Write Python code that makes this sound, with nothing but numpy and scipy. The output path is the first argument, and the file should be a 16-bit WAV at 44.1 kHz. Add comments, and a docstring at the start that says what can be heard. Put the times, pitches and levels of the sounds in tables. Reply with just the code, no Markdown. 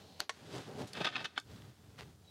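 """Scissors snip a plastic zip tie on a metal frame, close to a camera's microphone in a small quiet room.
The blades squeeze, snap through and knock; a hand slides away over a cloth mat; the camera mount is
swung round with a juddering scrape and a clunk; fingers take the next tie and the blades bite into it.
Blows are a crack plus ringing modes, friction is a stream of tiny slips.
The recorder's limiter ducks the room after each loud sound."""
import sys
import numpy as np
from scipy import signal
from scipy.fft import rfft, irfft
from scipy.io import wavfile
from scipy.ndimage import uniform_filter1d, minimum_filter1d

SR = 44100
rng = np.random.default_rng(int(sys.argv[2]) if len(sys.argv) > 2 else 0)


def store_pcm(level_fs):
    """Save levels as 16-bit WAV."""
    pcm = np.round(np.clip(level_fs, -1, 1) * 32767).astype(np.int16)
    wavfile.write(sys.argv[1], SR, np.atleast_2d(pcm).T)


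N = 101429
T = np.arange(N) / SR


# the ring of the cut, close to the microphone (frequency [Hz], level [dB], t60 [s])
CUT_MODES = [(110, -13, .012), (830, -12, .035), (1430, 1, .011), (1840, -4, .008), (2950, -5, .006),
             (4120, 3, .008), (4600, 2, .007), (6000, -5, .006), (6770, -5, .005)]
# the bright snap of the plastic (frequency [Hz], level [dB])
SNAP_SPECTRUM = [(5000, -17), (8000, -3), (10500, -8), (13000, -7.5), (15000, -30), (16000, -44)]
def snip():
    """The tie tears through with a ringing blow and a bright snap."""
    cut = blow(.2032, CUT_MODES, db=-22, rise_s=.0004, crack_db=-7, crack_s=.0006, hold_s=.0018)
    snap = amp(-27) * dying(T[:SR // 50], hold_s=.001, decay_s=.0006)
    add(cut, .2033, colour(snap * rng.standard_normal(len(snap)), SNAP_SPECTRUM))
    return cut


# the scissors' ring (frequency [Hz], level [dB], t60 [s])
SCISSOR_MODES = [(460, -8, .045), (620, -6, .04), (980, -8, .04), (1105, -4, .046), (1755, -3, .032),
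                 (1885, -5, .036), (2010, -3, .04), (2185, -5, .025), (3080, -2, .018), (3950, -6, .022),
                 (5590, -8, .026), (5820, -11, .02), (8450, -19, .02), (10300, -15, .006),
                 (12400, -21, .005)]
# their rebounds at the frame (time [s], level [dB], relative crack level [dB])
REBOUNDS = [(.2937, -28, 4), (.29642, -35, 5), (.30275, -41, 2)]
def knocks():
    """The freed scissors knock and chatter to rest."""
    return sum(blow(s, SCISSOR_MODES, db, rise_s=.0001, crack_db=crack_db, crack_s=.004)
               for s, db, crack_db in REBOUNDS)


# the crack of a hard contact at close range (frequency [Hz], level [dB])
CRACK_SPECTRUM = [(60, -34), (350, -1), (1500, 1.5), (4500, -2.5), (7000, -10.5), (11000, -20.5),
                  (16000, -51)]
def blow(s, modes, db, rise_s, crack_db, crack_s, hold_s=0):
    """One blow: a short crack and the dying modes of what was struck."""
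    t, out = T[:SR // 5], np.zeros(N)
    ring = sum((-1) ** k * amp(gain) * dying(t, hold_s, t60 / np.log(1000)) * np.sin(2 * np.pi * hz * t)
               for k, (hz, gain, t60) in enumerate(modes))
    crack = colour(rng.standard_normal(len(t)) * dying(t, hold_s, crack_s), CRACK_SPECTRUM)
    onset = 1 - np.exp(-t / rise_s)
    add(out, s, amp(db) * onset * (ring + amp(crack_db) * crack))
    return out


# blade passing blade (frequency [Hz], level [dB])
SHEAR_SPECTRUM = [(100, -5), (300, 7), (850, 5), (1300, 0), (2400, 2), (4300, 1), (6500, -5), (8000, -23),
                  (16000, -39)]
def shear(start_s=.205, db=-30, decay_s=.017):
    """After the snap, steel slides on steel with a hiss that dies away."""
    stroke = np.zeros(N)
    add(stroke, start_s, amp(db) * np.exp(-T / decay_s))
    return colour(stroke * rng.standard_normal(N), SHEAR_SPECTRUM)


# blades pressing into the first tie (time [s], length [s], level [dB])
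PRESSES = [(-.03, .225, -63), (.193, .012, -48)]
# their thin hiss, heard close up (frequency [Hz], level [dB])
BLADE_SPECTRUM = [(100, -12), (300, -2.5), (650, 9), (1300, -5.5), (2200, -4.5), (3300, 0.5), (6000, -6),
                  (9000, -16.5), (16000, -24)]
# their faint singing at the next tie (time [s], level [dB])
SING_LEVELS = [(2.232, -86), (2.243, -70), (2.3, -66.5)]
# their resonances when pressing and when singing (frequency [Hz], width [Hz], boost [dB])
PRESS_PEAKS = [(4200, 320, 7), (5400, 57, 2)]
SING_PEAKS = [(3915, 90, 17)]
def blades(release_s=.028):
    """Steel creeps through plastic before the cut; at the end the blades sing faintly as they rub."""
    press = sum(amp(db) * np.clip(np.minimum((T - s) * 4, s + length - T + release_s) / release_s, 0, 1)
                for s, length, db in PRESSES)
    creep = colour(press * grains(per_s=2000, spread_db=3, smooth=1), BLADE_SPECTRUM, PRESS_PEAKS)
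    sing = colour(level(SING_LEVELS) * rng.standard_normal(N), BLADE_SPECTRUM, SING_PEAKS)
    return creep + sing


# the crunch into the next tie, and the catches of the edge (time [s], level [dB])
CRUNCH_LEVELS = [(1.972, -75), (1.983, -55), (1.988, -52), (2.008, -54), (2.03, -57.5), (2.05, -83)]
EDGE_CATCHES = [(1.9884, -36), (1.9906, -32), (1.9949, -29), (2.0089, -24), (2.0328, -37)]
# the tone of both (frequency [Hz], level [dB])
BITE_SPECTRUM = [(100, -2), (400, 8), (900, 3.5), (2000, 5), (4500, -0.5), (7000, -11.5), (11000, -19),
                 (16000, -28)]
def bite():
    """The blades crunch into the next tie, their edge catching in dry snicks."""
    friction = level(CRUNCH_LEVELS) * grains(per_s=1700, spread_db=2.5, smooth=.34)
    for s, db in EDGE_CATCHES:
        add(friction, s, amp([db]))
    return colour(friction, BITE_SPECTRUM)


# small contacts near the microphone (time [s], level before the low cut [dB], low cut [Hz], decay [s])
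CONTACTS = [(0.82, -37, 2000, 0.0015), (0.873, -38, 6500, 0.018), (0.9325, -28.5, 4800, 0.0032),
            (1.399, -27.5, 6440, 0.0024), (1.562, -44, 3000, .002), (1.621, -43, 2500, .001)]
# their tone (frequency [Hz], level [dB])
TICK_SPECTRUM = [(200, 16), (1500, 4.5), (4500, 0), (7000, -9.5), (11000, -16.5), (16000, -41)]
def ticks():
    """Plastic and blade touch in brief dry ticks."""
    t, out = T[:SR // 20], np.zeros(N)
    for s, db, low_hz, decay_s in CONTACTS:
        burst = colour(rng.choice([-1, 1], len(t)) * np.exp(-t / decay_s), TICK_SPECTRUM)
        low_cut = signal.butter(2, low_hz, "high", fs=SR)
        add(out, s, amp(db) * signal.lfilter(*low_cut, burst))
    return out


# the mount sliding, right at the camera (time [s], level [dB])
SLIDE_LEVELS = [(.92, -84), (.945, -51.5), (.975, -43.5), (.99, -50), (1.012, -46), (1.036, -48),
                (1.05, -45), (1.085, -42), (1.102, -46), (1.11, -59.5), (1.135, -46), (1.175, -45),
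                (1.215, -48.5), (1.236, -54), (1.262, -52), (1.285, -66.5), (1.352, -72), (1.366, -50),
                (1.388, -44), (1.402, -79), (1.42, -104)]
# its jolts (time [s], length [s], rasp [dB], groan [dB], squeak [dB], grit [dB])
MOUNT_JOLTS = [(.972, 0.0046, -47.5, -43.5, -69, -69), (1.003, 0.0055, -49, -41, -66, -64),
               (1.009, 0.01, -39.5, -36.5, -48, -58), (1.045, .012, -35, -44.5, -44, -39),
               (1.065, 0.012, -37.5, -56, -44, -48), (1.1552, 0.0015, -43, -64, -28, -56),
               (1.1622, 0.0059, -41.5, -51, -30.5, -66), (1.204, 0.0095, -59, -50, -63, -53.5),
               (1.244, 0.015, -44, -68, -46, -42)]
# resonances of its scrape and its low groan (frequency [Hz], width [Hz], boost [dB])
SCRAPE_PEAKS = [(714, 57, 8), (887, 39, 5), (1237, 45, 12), (1529, 53, 10.5), (1804, 54, 10),
                (2600, 52, 11), (3145, 43, 7.5), (3453, 87, 9), (3713, 44, 9.5), (4300, 41, 8.5),
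                (5020, 50, 5.5)]
GROAN_PEAKS = [(639, 50, 15), (898, 50, 23)]
# broad tone of its scrape and its gritty treble (frequency [Hz], level [dB])
SCRAPE_SPECTRUM = [(60, -23), (250, 2), (700, -3), (1500, 0), (2200, 1.5), (3700, -1), (5000, -8.5),
                   (7000, -20.5), (10000, -31.5), (16000, -60)]
GRIT_SPECTRUM = [(1500, -7), (3500, 13.5), (6000, 1), (8000, -12.5), (11000, -16), (16000, -35)]
def mount(judder_hz=305, judder_depth=.51, squeak_hz=2580, squeak_s=.0012):
    """The camera mount sticks and slips in juddering rasps; some groan, some squeak, some are gritty."""
    force, t = level(SLIDE_LEVELS), T[:SR // 10]
    groan, squeaks, grit = np.zeros((3, N))
    squeak = t / squeak_s * np.exp(1 - t / squeak_s) * np.sin(2 * np.pi * squeak_hz * t)
    for s, length, rasp_db, groan_db, squeak_db, grit_db in MOUNT_JOLTS:
        jolt = dying(t, hold_s=length, decay_s=.003)
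        add(force, s, amp(rasp_db) * jolt)
        add(groan, s, amp(groan_db) * jolt)
        add(grit, s, amp(grit_db) * jolt)
        add(squeaks, s, amp(squeak_db) * squeak)
    wander = unit(uniform_filter1d(rng.standard_normal(N), size=200))
    cycles = np.cumsum(judder_hz * (1 + .2 * wander)) / SR
    judder = unit(1 + judder_depth * np.cos(2 * np.pi * cycles))
    slips = judder * grains(per_s=1900, spread_db=1.7, smooth=.61)
    scrape = colour(force * slips, SCRAPE_SPECTRUM, SCRAPE_PEAKS)
    low = colour(groan * rng.standard_normal(N), RUB_SPECTRUM, GROAN_PEAKS)
    treble = colour(grit * rng.standard_normal(N), GRIT_SPECTRUM)
    return scrape + squeaks + low + treble


# the mount's ring as it stops (frequency [Hz], level [dB], t60 [s])
STOP_MODES = [(272, -18, 0.06), (816, 1, 0.012), (1200, -1.5, 0.016), (1500, 7, 0.014),
              (2220, -11.5, 0.031), (3110, 1, 0.017), (3530, 0, 0.015), (4350, -11.5, 0.026),
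              (5090, -11, 0.016)]
def clunk():
    """The mount ends its swing with one blow."""
    return blow(1.3773, STOP_MODES, db=-22, rise_s=.0012, crack_db=-10.5, crack_s=.0058)


# the hand on mat and tie, near the microphone (time [s], low rub [dB], hiss [dB])
HAND_LEVELS = [(0, -58.5, -66), (.19, -65, -97), (.34, -66, -62), (.432, -58, -63.5), (.506, -53, -56.5),
               (.562, -41.5, -49), (.61, -48, -55), (.646, -59.5, -58), (.686, -47, -59.5),
               (.752, -49.5, -60.5), (.812, -39.5, -51), (.838, -43.5, -58), (.865, -55, -60),
               (.92, -61, -61.5), (.98, -45.5, -53), (1.1, -59, -64.5), (1.23, -52.5, -60.5),
               (1.29, -66.5, -66), (1.43, -64.5, -76), (1.512, -52.5, -61.5), (1.7, -56, -68),
               (1.744, -68, -73), (1.8, -60.5, -72.5), (1.916, -59, -70), (1.96, -60, -70.5),
               (2.012, -54, -65.5), (2.087, -57.5, -69), (2.18, -67.5, -76), (2.215, -62, -74),
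               (2.3, -66.5, -83)]
# low rub (also under the mount's groan), finger grip and skin hiss (frequency [Hz], level [dB])
RUB_SPECTRUM = [(25, -39), (60, -21.5), (130, 1.5), (220, -1.5), (480, -6), (800, -11.5), (1500, -24.5),
                (4000, -48)]
GRIP_SPECTRUM = [(25, -30), (55, -15.5), (100, 2), (250, -7.5), (800, -21.5), (1500, -35.5), (4000, -42)]
SKIN_SPECTRUM = [(200, -15), (800, -1.5), (1500, 3.5), (2300, -1), (3500, 1), (5000, -3.5), (8000, -11),
                 (12000, -20.5), (16000, -49.5)]
def hand(grip_from_s=1.35):
    """Skin slides over the woven mat; later the fingers grip the tie with duller bumps."""
    push = level(HAND_LEVELS) * rng.standard_normal(N)
    rub = colour(push * (T < grip_from_s), RUB_SPECTRUM)
    grip = colour(push * (T >= grip_from_s), GRIP_SPECTRUM)
    slips = level(HAND_LEVELS, column=2) * grains(per_s=1400, spread_db=2, smooth=.81)
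    return rub + grip + colour(slips, SKIN_SPECTRUM)


# the small room's decay (frequency [Hz], t60 [s])
ROOM_DECAY = [(150, 0.15), (800, 0.09), (4000, 0.13), (7000, 0.096), (12000, 0.24)]
# its reflections at the microphone (frequency [Hz], level [dB])
ROOM_SPECTRUM = [(100, -3), (800, -2.5), (1500, -7), (3000, -7), (6500, 2.5), (8500, -8.5), (16000, -8)]
def room(x, wet_db=-15, gap_s=.0016):
    """A small furnished room returns a short, soft tail."""
    hz, t, noise = signal.stft(rng.standard_normal(SR // 3), SR, nperseg=256)
    decay = amp(-60 * t / read(ROOM_DECAY, hz)[:, None])
    tail = signal.istft(noise * decay, SR, nperseg=256)[1]
    onset = np.clip(T[:len(tail)] / gap_s - 1, 0, 1)
    tail = colour(tail * onset, ROOM_SPECTRUM)
    return amp(wet_db) * signal.fftconvolve(x, tail / np.linalg.norm(tail))[:N]


# the quiet room all around the microphone (frequency [Hz], level [dB])
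AIR_SPECTRUM = [(20, -25), (45, -17.5), (90, 19.5), (130, 1.5), (260, 0), (450, -12), (1000, -7),
                (2200, -24.5), (5000, -11), (9000, -15), (13000, -19), (16000, -20.5)]
# a dip in its level (time [s], gain [dB])
AIR_DIP = [(1.03, -3), (1.12, -13), (1.33, -10), (1.41, -4)]
def room_tone(db=-64):
    """A low rumble and a faint hiss; the level dips briefly."""
    dip_db = np.interp(T, *np.transpose(AIR_DIP))
    return amp(db + dip_db) * colour(rng.standard_normal(N), AIR_SPECTRUM)


def grains(per_s, spread_db, smooth):
    """Friction: tiny slips of uneven size over a smooth hiss."""
    size = amp(spread_db * np.minimum(rng.exponential(1, N), 3.5))
    slips = rng.choice([-1, 1], N) * size * (rng.random(N) < per_s / SR)
    return unit(unit(slips) + smooth * rng.standard_normal(N))


def colour(x, spectrum, peaks=()):
    """Minimum-phase filter of unit energy: a broad spectrum with resonances on top."""
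    bins = np.fft.rfftfreq(4096, 1 / SR)
    db = read(spectrum, bins) + sum(gain / (1 + ((bins - hz) / width) ** 2) for hz, width, gain in peaks)
    cepstrum = irfft(np.log(amp(db)))
    half = len(cepstrum) // 2
    cepstrum[1:half] *= 2
    cepstrum[half + 1:] = 0
    taps = irfft(np.exp(rfft(cepstrum)))[:half]
    return signal.fftconvolve(x, taps / np.linalg.norm(taps))[:len(x)]


def amp(db):
    """Decibels to gain."""
    return 10 ** (np.asarray(db) / 20)


def unit(x):
    """Scales to an rms of one."""
    return x / np.sqrt(np.mean(x ** 2) + 1e-20)


def read(points, hz):
    """Reads a curve on a log-frequency axis."""
    f, value = np.transpose(points)
    return np.interp(np.log(hz + 1), np.log(f), value)


def level(rows, column=1):
    """A dB curve as gain over time, silent outside its span."""
    rows = np.array(rows)
    return amp(np.interp(T, rows[:, 0], rows[:, column], left=-120, right=-120))


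def dying(t, hold_s, decay_s):
    """Holds, then dies away."""
    return np.exp(-np.maximum(t - hold_s, 0) / decay_s)


def add(mix, s, sound):
    """Mixes a sound in at a time."""
    part = mix[max(round(s * SR), 0):][:len(sound)]
    part += sound[:len(part)]


def scene():
    """All is close and central; the two sides differ only by a faint wash far below the rest."""
    scissors = snip() + knocks() + shear() + blades() + bite()
    near = scissors + ticks() + mount() + clunk() + hand()
    mid = near + room(near) + room_tone()
    faint_hiss = amp(-90) * colour(rng.standard_normal(N), [(4000, -.5), (12000, 7)])
    side = amp(-59) * room(near) + faint_hiss
    return np.array([mid + side, mid - side])


def record(dry, limit_db=-21.3, attack_s=.0003, recover_db_per_s=88, edge_hz=15900):
    """The recorder: a fast look-ahead limiter with a steady recovery, then the band limit."""
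    over_db = np.maximum(20 * np.log10(abs(dry).max(0) + 1e-9) - limit_db, 0)
    ahead_db = -minimum_filter1d(-over_db, size=25)
    recovery_db = T * recover_db_per_s
    held_db = np.maximum.accumulate(ahead_db + recovery_db) - recovery_db
    pole = np.exp(-1 / (attack_s * SR))
    duck_db = signal.lfilter([1 - pole], [1, -pole], held_db)
    low_pass = signal.firwin(401, edge_hz, window=("kaiser", 8), fs=SR)
    return signal.oaconvolve(dry * amp(-duck_db), low_pass[None], "same", axes=1)


dry = scene()
out = record(dry)
store_pcm(out)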